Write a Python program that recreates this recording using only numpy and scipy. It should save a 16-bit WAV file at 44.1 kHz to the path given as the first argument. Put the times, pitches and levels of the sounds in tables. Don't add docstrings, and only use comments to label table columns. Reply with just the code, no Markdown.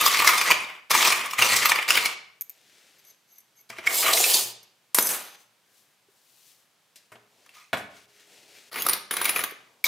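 import sys
import numpy as np
from scipy import signal
from scipy.fft import rfft, irfft, next_fast_len
from scipy.io import wavfile
from scipy.ndimage import uniform_filter1d, map_coordinates

SR = 44100
rng = np.random.default_rng(int(sys.argv[2]) if len(sys.argv) > 2 else 0)


def digitize_waveform(pressure):
    field = np.atleast_2d(pressure).T
    bounded = np.clip(field, -1, 1)
    quanta = np.round(bounded * 32767).astype(np.int16)
    wavfile.write(sys.argv[1], SR, quanta)


def gain_from_db(level_db):
    decades = np.asarray(level_db, float) / 20
    return 10 ** decades


N = 435266

# (frequency [Hz], density [dB per Hz])
AIR_TONE = [(18, -70.5), (118, -8), (291, -12.5), (400, -10.5), (3130, -12), (14500, -21.5), (16500, -31)]
# (frequency [Hz], decay time t60 [s])
SHOP_T60 = [(100, 0.75), (400, .55), (2000, 0.55), (5000, 0.48), (14000, 0.19)]
# (frequency [Hz], likeness [0..1])
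ALIKE = [(60, 0.91), (180, 1), (550, 1), (1650, 0.24), (4970, 0.77), (15000, 0.93)]
# (frequency [Hz], level [dB])
SPREAD = [(300, -38.5), (800, -21), (1500, -16), (5000, -10.5), (9000, -17), (15000, -17.5)]

# (start [s], peak [s], end [s], level [dB], brightness [dB])
SLEEVE = [
    (5.37, 5.4, 5.47, -74.5, 16),
    (5.66, 5.78, 5.95, -71, 9),
    (6.1, 6.5, 6.66, -71.5, 13.5),
]
# (start [s], peak [s], end [s], level [dB], brightness [dB])
FINGERS = [(2.5, 2.77, 3.15, -65.5, 7.5), (6.95, 6.97, 7.07, -71.5, 8), (7.1, 7.176, 7.28, -68.5, -11.5),
           (7.3, 7.46, 7.52, -65, 2.5), (7.9, 7.972, 8.06, -65.5, 10.5), (8.08, 8.21, 8.31, -65.5, 8.5),
           (8.27, 8.34, 8.58, -59, 5), (8.48, 8.58, 8.7, -59, 7.5), (9.54, 9.56, 9.83, -63.5, -1)]
# (frequency [Hz], density [dB per Hz])
CLOTH_TONE = [(59, -46.5), (100, -13.5), (1440, -8.5), (1570, 3.5), (4390, 3.5), (13300, -1), (15500, -2),
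              (16500, -28.5)]
SKIN_TONE = [(59, -57), (100, -11.5), (338, -1.5), (418, 0.5), (1090, 2.5), (2410, -1), (3620, -3.5),
             (6450, -7), (15100, -18.5), (16500, -29)]

# (time [s], peak level [dB])
THUMPS = [(0.2, -42.5), (0.511, -45), (0.909, -41.5), (1.387, -33), (1.52, -34), (1.912, -47.5),
          (3.699, -49.5), (4.449, -45.5), (7.118, -52), (7.729, -40)]
# (time [s], level [dB], frequency [Hz], t60 [s])
BENCH_HUMS = [
    (6.085, -52.5, 399.3, 0.06),
    (7.117, -59, 415, 0.75),
    (7.85, -66.5, 412, 6.9),
    (9.521, -31.5, 414, 0.026),
]
# (time [s], level [dB], frequency [Hz], t60 [s])
CHIMES = [(6.957, -58, 4950, .2), (2.42, -57, 12150, .25), (1.2, -37.5, 8100, .3), (8.795, -35, 6530, .2),
          (7.561, -49, 1239, .29), (7.58, -54, 2281, .18), (7.966, -54, 2221, .17), (8.56, -58, 2350, .3),
          (3.59, -63, 2200, .12)]
# (time [s], level [dB], frequency [Hz], t60 [s])
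TWINS = [
    (5.004, -36, 6192, .7),
    (5.004, -38, 6194.6, .7),
    (4.99, -28, 12140, .45),
    (5.03, -28, 12147, .45),
    (4.95, -24, 11200, .2),
]

# (time [s], peak level [dB])
TAPS = [
    (2.4103, -19.5),
    (2.4165, -22),
    (2.421, -22.5),
    (2.4956, -27.5),
    (2.501, -30),
    (2.51, -42),
]
# (frequency [Hz], level [dB], t60 [s])
TAP_NOTES = [(2300, -21.5, 0.012), (6600, -7.5, 0.0042), (12170, -1, 0.014)]

# (time [s], level
# [dB], frequency [Hz])
RINGS_HEAP = [(0.036, -24.0, 12815), (0.051, -20.0, 14117), (0.058, -24.0, 3504), (0.118, -31.0, 3334),
              (0.135, -27.0, 4489), (0.184, -27.0, 4220), (0.241, -28.0, 12808), (0.267, -30.0, 13292),
              (0.295, -30.0, 9446), (0.376, -25.0, 3564), (0.382, -28.0, 6323), (0.383, -28.0, 5109),
              (0.91, -30, 3565), (0.962, -29, 7058), (0.968, -31.5, 8506), (0.971, -23.0, 6373),
           (0.985, -28.5, 7546), (1.093, -27, 9302), (1.486, -29, 8131), (1.511, -27.0, 7410),
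           (1.557, -29.5, 11081), (1.583, -32.0, 6893), (1.9, -25.5, 7018)]
RINGS_SLIDE = [(3.975, -24.5, 7441), (3.981, -26.5, 5110), (4.043, -26, 3982), (4.133, -26.0, 8525),
               (4.197, -24.0, 7121), (4.268, -25.5, 12872), (4.301, -27.5, 10565), (4.345, -28.5, 3647),
               (4.364, -26, 5075)]
RINGS_DROP = [(4.946, -26.0, 12961), (4.985, -17.0, 13006), (4.986, -23.0, 13988), (5.024, -22.0, 11194),
              (5.046, -20.0, 12144), (5.058, -27.0, 10283), (5.066, -26.0, 13000)]
RINGS_PICK = [(8.786, -36.0, 10516), (8.799, -32.0, 13561), (8.821, -29.0, 15101), (8.821, -27.0, 11595),
              (8.863, -29.0, 10259), (8.887, -31.0, 12879), (8.893, -17.0, 9523), (8.898, -32.0, 15130),
              (9.124, -27.0, 9806), (9.215, -22.0, 9827), (9.291, -22.0, 9964), (9.294, -26.0, 11627),
              (9.297, -33.0, 12906), (9.349, -32.0, 11879), (9.359, -29.0, 11623), (9.381, -27.0, 9791),
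              (9.842, -29.0, 12412)]
# (time [s], level [dB], frequency [Hz])
SPARKS = [(.0797, -12.5, 12900), (.2718, -14, 12800), (.392, -17, 9210), (.5117, -11, 14200),
          (.6055, -25.5, 9480), (1.0146, -15.5, 9760), (1.076, -16.5, 12900), (1.3942, -17.5, 13000),
          (1.6571, -10, 12900), (1.6651, -9, 12500), (1.672, -10.5, 14000), (1.7549, -20.5, 13100),
          (1.9709, -14, 15400), (2.0413, -18, 15200)]
# (start [s], peak [s], end [s], knock [dB], steel over knock [dB])
GRATE = [
    (3.872, 3.88, 3.925, -38.5, -21),
    (4.026, 4.076, 4.22, -29.5, -19.5),
    (4.236, 4.3, 4, -36, -20),
]

# (frequency [Hz], density [dB per Hz])
HEAP_TONE = [(35, -65.5), (70, -49.5), (108, -24), (270, -14), (412, -10), (777, -10), (1160, -4.5),
             (1610, -9), (2460, -2.5), (3750, 1), (13000, -13), (15400, -14), (16500, -47)]
SLIDE_TONE = [(35, -65), (70, -30), (442, 1.5), (916, -2), (1160, -10.5), (1500, -5), (1990, -4),
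              (3180, -5.5), (13000, -6), (15400, -7.5), (16500, -40)]
DROP_TONE = [(35, -60), (60, -39.5), (573, -15.5), (742, -14.5), (2090, -12), (5220, -2), (12400, 0),
             (15400, -7.5), (16500, -32)]
PICK_TONE = [(35, -59.5), (70, -14.5), (453, -2), (777, -4.5), (1240, 0), (1770, -5.5), (3110, 1.5),
             (8750, -19), (9840, -6), (15400, -10.5), (16500, -39)]
SET_TONE = [(35, -57.5), (60, -23), (318, -7.5), (534, -12), (675, -3), (759, -11.5), (1610, -7.5),
            (5470, -17), (14300, -24.5), (16500, -45.5)]
# (frequency [Hz], width [Hz], gain [dB])
BIN = [(1180, 260, 12), (2140, 570, 19), (2970, 350, 7.5)]
BIN_FLOOR = [(440, 28, 13), (653, 31, 15), (745, 98, 18)]
# (frequency [Hz], level [dB], t60 [s])
LONG_BOLTS = [(6191, -24, .2), (11190, -4, .1), (12140, -8, .2)]
HELD_BOLTS = [(2210, -8, .03), (4770, -16, .03), (6050, -8, .03), (6350, -4, .03), (11400, -6, .03),
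              (11800, -5, .04), (12200, 0, .05)]

# (start [s], let go [s], end [s], knock [dB], steel over knock [dB])
DIGS = [
    (0.0, .46, .8, -26, -2),
    (.905, 1.07, 1.378, -21.5, -1),
    (1.386, 1.6, 1.88, -24, -1),
    (1.88, 1.96, 2.14, -27.5, 0.5),
    (3.7, 3.74, 4.6, -48, -7),
    (3.878, 3.89, 3.96, -33.5, -12.5),
    (4.025, 4.1, 4.135, -25, -9),
    (9.842, 9.868, 9.87, -31, 5.5),
]
# (start [s], peak [s], end [s], knock [dB], steel over knock [dB])
HEAP = [
    (3.8, 3.87, 3.9, -38, -8),
    (7.5, 7.57, 7.7, -52, 0),
]
# (time [s], peak level [dB], steel tick [dB], chatter [s])
HEAP_STARTS = [
    (0.516, -6, -18, 0.019),
    (7.46, -40, -49.5, 0.042),
    (7.49, -42.5, -49, 0.03),
]
# (time [s], speed as level [dB])
SLIDE = [
    [(3.88, -40.5), (3.93, -28), (4.01, -22.5), (4.06, -26.5), (4.122, -28.5), (4.15, -22.5), (4.376, -22),
     (4.442, -29.5), (4.53, -51.5)],
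]
# (time [s], effort as level [dB])
PICK = [
    [(8.715, -46.5), (8.786, -28.5), (8.857, -38), (8.929, -29.5), (9.0, -53.5)],
    [(9.111, -37.5), (9.29, -29.5), (9.335, -40), (9.37, -27.5), (9.496, -52), (9.56, -81)],
]
# (start [s], slowing [s], end [s], knock [dB], steel over knock [dB])
DROP = [
    (4.947, 5.11, 5.36, -31, 4.5),
]
# (time [s], peak level [dB], steel tick [dB])
LONG_BLOWS = [
    (4.945, -7.5, -8),
    (4.985, -5.5, -10.5),
    (5.024, -22, -17),
    (5.069, -34, -18.5),
    (5.089, -17, -21.5),
]
# (start [s], peak [s], end [s], knock [dB], steel over knock [dB])
ROLL = [
    (2.982, 2.992, 3.0, -76, 9),
    (3.04, 3.085, 3.11, -72, 8),
    (3.275, 3.32, 3.39, -77, 7),
    (3.555, 3.595, 3.615, -74, 6),
]
# (time [s], peak level [dB], steel tick [dB], chatter [s])
HELD_BLOWS = [
    (3.048, -53, -49.5, 0.023),
    (3.381, -53, -46.5, 0.031),
    (3.402, -58, -52, 0.028),
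    (4.628, -64, -47.5, 0.045),
]
# (time [s], peak level [dB], steel tick [dB], chatter [s])
SET_DOWN = [
    (3.699, -25, -46, 0.11),
    (3.784, -22.5, -52, 0.058),
    (4.984, -7.5, -45, .01),
    (6.956, -49, -41.5, 0.1),
    (7.117, -29.5, -46.5, 0.17),
    (7.154, -35.5, -71, 0.05),
    (7.728, -5.5, -29.5, 0.11),
    (7.769, -16.5, -33.5, 0.18),
]
# (time [s], peak level [dB], bin-wall note [Hz], steel note [Hz], steel level [dB])
CLINKS_A = [(0.0626, -6, 1152, 4640, -13), (0.145, -8.5, 2527, 4218, -26.5),
            (0.1915, -9.5, 2430, 5130, -22.5), (0.1999, -3, 1177, 4330, -21),
            (0.2742, -2.5, 2090, 5070, -11), (0.3793, -9, 2510, 5200, -20.5),
            (0.413, -6.5, 2480, 4340, -21.5), (0.5037, -5, 1016, 5600, -22.5),
            (0.5111, -1.5, 2365, 4780, -18.5), (0.9079, -11.5, 990, 6360, -22),
            (0.9125, -7, 1180, 5200, -16), (0.9501, -5, 1050, 4200, -19), (1.0504, -5.5, 2477, 4130, -20),
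            (1.1232, -4, 2500, 9700, -21), (1.2595, -21, 1125, 9390, -33), (1.3104, -20, 2840, 5700, -30.5),
            (1.3341, -16.5, 1206, 6900, -29)]
CLINKS_B = [(1.3849, -12.5, 2040, 8175, -27), (1.3907, -9.5, 2320, 8200, -24),
            (1.4221, -0.5, 2830, 5264, -16.5), (1.5214, -7, 2050, 4770, -21),
            (1.565, -8.5, 2240, 8280, -17.5), (1.6557, -3, 1250, 11710, -15), (1.6951, -9, 1180, 4900, -17),
            (1.7175, -1.5, 2290, 5516, -20), (1.7583, -10.5, 2300, 4624, -26.5),
            (1.7877, -9, 2350, 5110, -34), (1.8257, -13, 2240, 4600, -31.5), (1.888, -9, 2720, 4693, -22),
            (1.905, -2.5, 2860, 5027, -15), (1.9545, -7, 2970, 4660, -21),
            (1.9739, -0.5, 2290, 4746, -20.5), (2.057, -7, 2160, 4090, -18.5)]
CLINKS_SLIDE = [(3.7013, -28.5, 2230, 5246, -40.5), (3.7846, -25, 2215, 5660, -45.5),
                (3.7927, -25, 2107, 4290, -50), (3.8676, -15.5, 2120, 4870, -33),
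                (3.8725, -1.5, 2220, 5326, -26), (4.1342, -8, 3990, 5890, -15.5),
                (4.1734, -9, 2113, 6130, -21), (4.2405, -6.5, 2604, 5535, -18),
                (4.343, -12, 3874, 4784, -17), (4.3696, -14, 3510, 6296, -20)]
CLINKS_PICK = [(8.7288, -28, 2120, 4200, -38), (8.7423, -19, 2310, 4660, -39.5),
               (8.7586, -15, 2520, 9820, -34.5), (8.8205, -26, 1440, 11600, -23),
               (8.8651, -5.5, 1290, 10250, -19), (8.8861, -7, 1230, 12100, -18.5),
               (8.8948, -9, 1300, 9590, -18), (8.9322, -12, 3070, 12360, -17),
               (9.1101, -10, 1610, 9800, -21.5), (9.1377, -14, 1450, 9650, -27),
               (9.1674, -9, 1560, 10230, -21.5), (9.2141, -9.5, 1560, 9880, -22.5),
               (9.2439, -12, 2380, 11900, -22.5), (9.2544, -7.5, 2300, 9870, -17),
               (9.2928, -7, 2410, 9890, -18.5), (9.3608, -8, 2450, 11500, -25),
               (9.3912, -7.5, 2340, 9800, -27.5), (9.438, -7.5, 2970, 14500, -20),
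               (9.5086, -27, 2270, 12800, -42.5), (9.8412, 3.5, 2244, 13730, -16.5)]
CLINKS_HOLLOW = [(0.011, -19, 1246, 12800, -18), (0.0786, -17.5, 1180, 12700, -19.5),
                 (0.221, -17, 1180, 12400, -24.5), (0.2453, -18.5, 1130, 12820, -22),
                 (0.2898, -16, 1250, 13300, -16.5), (0.3343, -18, 1218, 13220, -26),
                 (4.0304, -26, 1150, 10420, -25), (4.0651, -19, 1230, 11800, -24.5),
                 (4.081, -17, 1180, 13800, -25)]


def unit(x):
    return x / np.sqrt(np.mean(x ** 2) + 1e-20)


def along(points, hz):
    f, value = np.transpose(points)
    return np.interp(np.log(hz + 1), np.log(f + 1), value)


def add(out, s, x, pan_db):
    part = out[:, round(s * SR):][:, :x.shape[-1]]
    panned = x * gain_from_db([[pan_db / 2], [-pan_db / 2]])
    part += panned[:, :part.shape[1]]


def decay(t, t60):
    return gain_from_db(-60 * t / t60)


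def onset(t, rise_s):
    return 1 - np.exp(-t / rise_s)


def sine(hz, t):
    return np.sin(2 * np.pi * hz * t)


def pair(n, like):
    mid, side = rng.standard_normal((2, n)) * np.sqrt([[1 + like], [1 - like]])
    return np.array([mid + side, mid - side]) / np.sqrt(2)


def clumps(n, rate, depth_db):
    knots = rng.standard_normal(int(n * rate / SR) + 4)
    return gain_from_db(depth_db * map_coordinates(knots, [np.arange(n) * rate / SR]))


def contacts(n, rate, spread_db):
    chance, sign, size = rng.random((3, n))
    return (chance < rate / SR) * np.sign(sign - .5) * gain_from_db(-spread_db * np.log(size + 0.0026))


def wall_gain(hz, walls):
    return 1 + sum(gain_from_db(db) / np.hypot(1, 2 * (hz - centre) / width) for centre, width, db in walls)


def halves(tone, split_hz, walls=()):
    hz = np.fft.rfftfreq(4096, 1 / SR)
    low = 1 / (1 + (hz / split_hz) ** 4)
    gain = gain_from_db(along(tone, hz)) * np.sqrt([low * wall_gain(hz, walls) ** 2, 1 - low])
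    ceps = irfft(np.log(gain + 1e-6))
    ceps[:, 1:2048] *= 2
    ceps[:, 2049:] = 0
    h = irfft(np.exp(rfft(ceps)))[:, :2048]
    return h / np.linalg.norm(h, axis=1, keepdims=True)


def swells(rows, rise_db, fall_db, swing):
    return [[(s, db - rise_db, db + up - swing * rise_db),
             (top, db, db + up),
             (end, db - fall_db, db + up - swing * fall_db)]
            for s, top, end, db, up in rows]


def air():
    m = next_fast_len(N)
    spectrum = rfft(pair(m, 0.74)) * gain_from_db(along(AIR_TONE, np.fft.rfftfreq(m, 1 / SR)))
    return gain_from_db(-67) * unit(irfft(spectrum, m)[:, :N])


def shop(x):
    hz, t, z = signal.stft(rng.standard_normal((2, SR * 2 // 3)), SR, nperseg=256)
    turn = np.arccos(np.clip(along(ALIKE, hz), -1, 1))[:, None] / 2
    mid, side = z[0] * np.cos(turn), z[1] * np.sin(turn)
    dying = np.array([mid + side, mid - side]) * decay(t, along(SHOP_T60, hz)[:, None])
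    tail = signal.istft(dying, SR, nperseg=256)[1]
    delayed = np.pad(x, (150, 0))
    return signal.fftconvolve(delayed[None], tail / np.linalg.norm(tail[0]), axes=1)[:, :N]


def close_echoes(x):
    taps_n = 1024
    echo = rng.standard_normal(taps_n) * decay(np.arange(taps_n) / SR, .03)
    colour = gain_from_db(along(SPREAD, np.fft.rfftfreq(taps_n, 1 / SR)))
    echo = irfft(rfft(echo / np.linalg.norm(echo)) * colour)
    return signal.fftconvolve(x, echo)[:N] * [[1], [-1]]


def brush(spans, tone, pan_db):
    out, tones = np.zeros((2, N)), halves(tone, 1290)
    for rows in spans:
        s, *levels = np.transpose(rows)
        t = np.arange(s[0], s[-1], 1 / SR)
        grain = pair(len(t), 0.92) + 0.53 * unit(contacts(len(t), 800, 3.1))
        grain *= clumps(len(t), rate=45, depth_db=0.55)
        bands = [signal.fftconvolve(grain * gain_from_db(np.interp(t, s, db)), h[None])
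                 for db, h in zip(levels, tones)]
        add(out, s[0], sum(bands), pan_db)
    return out


def sleeves():
    cuffs = brush(swells(SLEEVE, rise_db=3, fall_db=3.5, swing=4.4), CLOTH_TONE, pan_db=5.5)
    return cuffs + brush(swells(FINGERS, rise_db=7, fall_db=6.0, swing=1.26), SKIN_TONE, pan_db=3.0)


def bench():
    out, t = np.zeros((2, N)), np.arange(SR) / SR
    for s, db, hz, t60 in BENCH_HUMS + CHIMES + TWINS:
        add(out, s, gain_from_db(db) * decay(t, t60) * sine(hz, t) * onset(t, 0.0013), 0)
    for s, db in THUMPS:
        thump = sine(118, t) + .5 * sine(205, t) + 0.24 * np.exp(-t / .006)
        add(out, s, gain_from_db(db - 8.0) * decay(t, 0.52) * thump, 0)
    return out


def taps():
    out, t = np.zeros((2, N)), np.arange(SR // 20) / SR
    for s, db in TAPS:
        x = sum(gain_from_db(level) * decay(t, t60) * sine(hz, t) for hz, level, t60 in TAP_NOTES)
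        x += np.diff(rng.standard_normal(len(t) + 1)) * gain_from_db(-11.5) * decay(t, .009)
        add(out, s, gain_from_db(db + 3) * x * onset(t, 0.00024), 2.2)
    return out


def rings(rows, level_db, t60, attack_s):
    out, t = np.zeros((2, N)), np.arange(SR // 3) / SR
    for s, db, hz in rows:
        shake = .35 * np.log(clumps(len(t), rate=45, depth_db=9))
        note = gain_from_db(db + level_db) * decay(t, t60) * np.sin(2 * np.pi * hz * t + shake)
        add(out, s, note * onset(t, attack_s), rng.normal(.4, .8))
    return out


def loose_parts():
    notes = rings(RINGS_HEAP, level_db=1.0, t60=.16, attack_s=0.0014)
    notes += rings(RINGS_SLIDE, level_db=-0.5, t60=.22, attack_s=.003)
    notes += rings(RINGS_DROP + RINGS_PICK, level_db=-0.5, t60=.12, attack_s=0.0011)
    notes += rings(SPARKS, level_db=-1, t60=0.0091, attack_s=.0004)
    grating = swells(GRATE, rise_db=9.5, fall_db=7.5, swing=1.1)
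    return notes + stir(grating, SLIDE_TONE, walls=BIN_FLOOR, rate=1500, spread_db=4.0,
                        ring_rate=120, odd_db=-41, pan_db=0.4)


def ring(hz, t60, x):
    r, turn = gain_from_db(-60 / (max(t60, .005) * SR)), 2 * np.pi * hz / SR
    scale = np.sqrt(2 * (1 - r * r)) * np.sin(turn)
    return scale * signal.lfilter([1], [1, -2 * r * np.cos(turn), r * r], x)


def odd_parts(tone, walls, count):
    hz = 1000 * 15 ** ((np.arange(count) + rng.random(count)) / count)
    through = wall_gain(hz, walls) / (1 + len(walls))
    boost_db = 20 * np.log10(through) * (hz < 6000)
    level_db = along(tone, hz) + 10 * np.log10(hz / 3000) + boost_db
    return np.transpose([hz, level_db, np.full(count, .03)])


def digs(rows, sink_s, sink_db, fade_db_per_s, dulls):
    spans = []
    for s, go, end, db, up in rows:
        fade_db = fade_db_per_s * (end - go)
        spans.append([(s, db - sink_db, db + up - sink_db), (min(s + sink_s, go), db, db + up),
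                      (go, db, db + up), (end, db - fade_db, db + up - dulls * fade_db)])
    return spans


def effort(curves, knock_db, steel_db):
    return [[(s, db + knock_db, db + steel_db) for s, db in rows] for rows in curves]


def chattering(rows, chatter_s, gain_db):
    return [(s, db + gain_db, tick_db, chatter_s) for s, db, wall_hz, steel_hz, tick_db in rows]


def stir(spans, tone, parts=(), walls=(), *, rate, spread_db, ring_db=0, ring_rate, odd_db, pan_db):
    out, (knock, tick) = np.zeros((2, N)), halves(tone, 2400, walls)
    rest = (0, SR // 8)
    for rows in spans:
        s, low_db, high_db = np.transpose(rows)
        t = np.arange(s[0], s[-1], 1 / SR)
        crowd = contacts(len(t), rate, spread_db) * clumps(len(t), rate=60, depth_db=2.0)
        hits = np.pad(unit(crowd), rest)
        low, high = (np.pad(gain_from_db(np.interp(t, s, db)), rest) for db in (low_db, high_db))
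        x = signal.fftconvolve(hits * low, knock) + signal.fftconvolve(hits * high, tick)
        x = x[:len(hits)]
        modes = [(hz, ring_db + db, t60) for hz, db, t60 in parts]
        modes += [(hz, odd_db + db, t60) for hz, db, t60 in odd_parts(tone, walls, count=12)]
        for hz, db, t60 in modes:
            sparse = contacts(len(hits), ring_rate, 4.56) * np.sqrt(SR / ring_rate)
            x += gain_from_db(db) * ring(hz, t60, (low if hz < 4000 else high) * sparse)
        add(out, s[0], x, pan_db)
    return out


def blows(rows, tone, parts=(), walls=(), *, lead, knock_db, tick_db, ring_db=0, odd_db, pan_db):
    out, (knock, tick) = np.zeros((2, N)), halves(tone, 3600, walls)
    t = np.arange(SR // 6) / SR - lead
    for s, low_db, high_db, chatter in rows:
        crowd = gain_from_db(np.where(t < 0, 14 * t / (lead + 1e-4), -60 * t / max(chatter, .004)))
        hit = rng.standard_normal(len(t)) * crowd
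        hit[np.searchsorted(t, 0)] = 4
        hit /= np.linalg.norm(hit)
        response = gain_from_db(low_db + knock_db) * knock + gain_from_db(high_db + tick_db) * tick
        x = signal.fftconvolve(hit, response)[:len(t)]
        for hz, db, t60 in parts:
            x += gain_from_db(high_db + ring_db + db + rng.normal(0, 2.2)) * ring(hz, t60, hit)
        for hz, db, t60 in odd_parts(tone, walls, count=6):
            drive_db = low_db if hz < 4000 else high_db + 7.5
            x += gain_from_db(drive_db + odd_db + db) * ring(hz, t60, hit)
        add(out, max(s - lead + .002, 0), x, pan_db + rng.normal(0, .5))
    return out


def clinks(rows, wall_db, wall_t60, steel_db, steel_t60, crack_db, pan_db):
    out, t = np.zeros((2, N)), np.arange(SR // 10) / SR

    def note(hz, t60, u):
        neighbour = np.sin(2 * np.pi * (hz * (1 + 0.097 * u) * t + u))
        return decay(t, t60) * (sine(hz, t) + 0.81 * neighbour)

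    for (s, db, wall_hz, steel_hz, tick_db), u in zip(rows, rng.standard_normal((len(rows), 4))):
        crack = np.diff(rng.standard_normal(len(t) + 1)) * gain_from_db(tick_db + crack_db) * decay(t, 0.0067)
        wall = gain_from_db(db + wall_db) * note(wall_hz, wall_t60 * gain_from_db(2 * u[0]), u[1])
        steel = gain_from_db(tick_db + steel_db) * note(steel_hz, steel_t60, u[2])
        add(out, s, (wall + steel + crack) * onset(t, 0.00033), pan_db + .5 * u[3])
    return out


def patchy(x, depth_db):
    z = signal.stft(x, nperseg=512)[2]
    field = uniform_filter1d(rng.standard_normal(z.shape[1:]), size=12, axis=0)
    field = uniform_filter1d(field, size=8, axis=1)
    return signal.istft(z * gain_from_db(depth_db * unit(field)), nperseg=512)[1][:, :N]


def bolt_heap():
    moves = digs(DIGS, sink_s=0.0089, sink_db=3.5, fade_db_per_s=66.0, dulls=1.5)
    moves += swells(HEAP, rise_db=14.5, fall_db=20.0, swing=1.0)
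    heap = stir(moves, HEAP_TONE, walls=BIN, rate=4500, spread_db=3.0,
                ring_rate=69, odd_db=-28.5, pan_db=0.46)
    shaken = chattering(CLINKS_A + CLINKS_B, chatter_s=.065, gain_db=-3)
    shaken += chattering(CLINKS_SLIDE, chatter_s=.025, gain_db=-9.5)
    shaken += chattering(CLINKS_HOLLOW, chatter_s=.06, gain_db=8.5)
    heap += blows(shaken, HEAP_TONE, walls=BIN, lead=.012, knock_db=13.0, tick_db=23.0, odd_db=0, pan_db=-0.04)
    return heap + blows(HEAP_STARTS, HEAP_TONE, walls=BIN, lead=0, knock_db=11.5, tick_db=17,
                        odd_db=2.5, pan_db=2.0)


def sliding_bin():
    return stir(effort(SLIDE, knock_db=-10.5, steel_db=-0.5), SLIDE_TONE, walls=BIN[:2], rate=9700,
                spread_db=2.0, ring_rate=220, odd_db=-25.5, pan_db=-1.0)


def dropped_bolts():
    rocking = digs(DROP, sink_s=0.25, sink_db=2.5, fade_db_per_s=95.0, dulls=1.52)
    bolts = stir(rocking, DROP_TONE, LONG_BOLTS, rate=10000, spread_db=0.5, ring_db=-26.5,
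                 ring_rate=220, odd_db=-30.5, pan_db=0.5)
    landings = [(s, db, tick_db, .032) for s, db, tick_db in LONG_BLOWS]
    return bolts + blows(landings, DROP_TONE, LONG_BOLTS, lead=.002, knock_db=12.5, tick_db=20.0,
                         ring_db=6.5, odd_db=-11.5, pan_db=-1.0)


def held_bolts():
    held = stir(swells(ROLL, rise_db=6, fall_db=-1.5, swing=1.5), HEAP_TONE, HELD_BOLTS, rate=3700,
                spread_db=2.0, ring_db=-1.0, ring_rate=1500, odd_db=-35.5, pan_db=0.5)
    return held + blows(HELD_BLOWS, DROP_TONE, HELD_BOLTS, lead=0, knock_db=-6, tick_db=15,
                        ring_db=14.0, odd_db=-8.5, pan_db=2.0)


def picked_washers():
    pick = stir(effort(PICK, knock_db=-.5, steel_db=-2), PICK_TONE, walls=BIN[1:2], rate=3700,
                spread_db=1.5, ring_rate=53, odd_db=-36, pan_db=1.5)
    shaken = chattering(CLINKS_PICK[:-1], chatter_s=0.025, gain_db=-1.5)
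    return pick + blows(shaken, PICK_TONE, walls=BIN, lead=0.0034, knock_db=7.5, tick_db=20.5,
                        odd_db=-9.5, pan_db=0.5)


def bins_set_down():
    return blows(SET_DOWN, SET_TONE, lead=0, knock_db=11.0, tick_db=21.0, odd_db=4.0, pan_db=1.5)


def single_clinks():
    single = clinks(CLINKS_A + CLINKS_B, wall_db=-7, wall_t60=.028, steel_db=2, steel_t60=.015,
                    crack_db=0.5, pan_db=0.7)
    single += clinks(CLINKS_HOLLOW, wall_db=-1.0, wall_t60=0.06, steel_db=-3, steel_t60=0.049,
                     crack_db=-7.5, pan_db=0.44)
    single += clinks(CLINKS_SLIDE, wall_db=-8.5, wall_t60=0.041, steel_db=1, steel_t60=0.022,
                     crack_db=-2.0, pan_db=-0.8)
    return single + clinks(CLINKS_PICK, wall_db=-10.5, wall_t60=0.017, steel_db=-1, steel_t60=0.039,
                           crack_db=-1, pan_db=0.9)


def hardware():
    crowd = patchy(bolt_heap() + sliding_bin() + picked_washers(), depth_db=1.74)
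    return crowd + dropped_bolts() + held_bolts() + bins_set_down() + single_clinks()


def scene():
    near, close = hardware() + loose_parts(), taps()
    mono, close_mono = near.mean(0), close.mean(0)
    room = gain_from_db(-8.5) * shop(mono + gain_from_db(-6.5) * close_mono)
    return near + close + close_echoes(mono) + room + bench() + sleeves() + air()


def band_limit(x):
    return signal.sosfilt(signal.butter(12, 16880, fs=SR, output="sos"), x)


def record(dry):
    x = signal.sosfilt(signal.butter(2, 82, "high", fs=SR, output="sos"), dry)
    x = signal.sosfilt(signal.cheby2(12, 34, 16150, fs=SR, output="sos"), x)
    x = x / (1 + np.abs(x / .93) ** 6) ** (1 / 6)
    return band_limit(x)


dry = scene()
out = record(dry)
digitize_waveform(out)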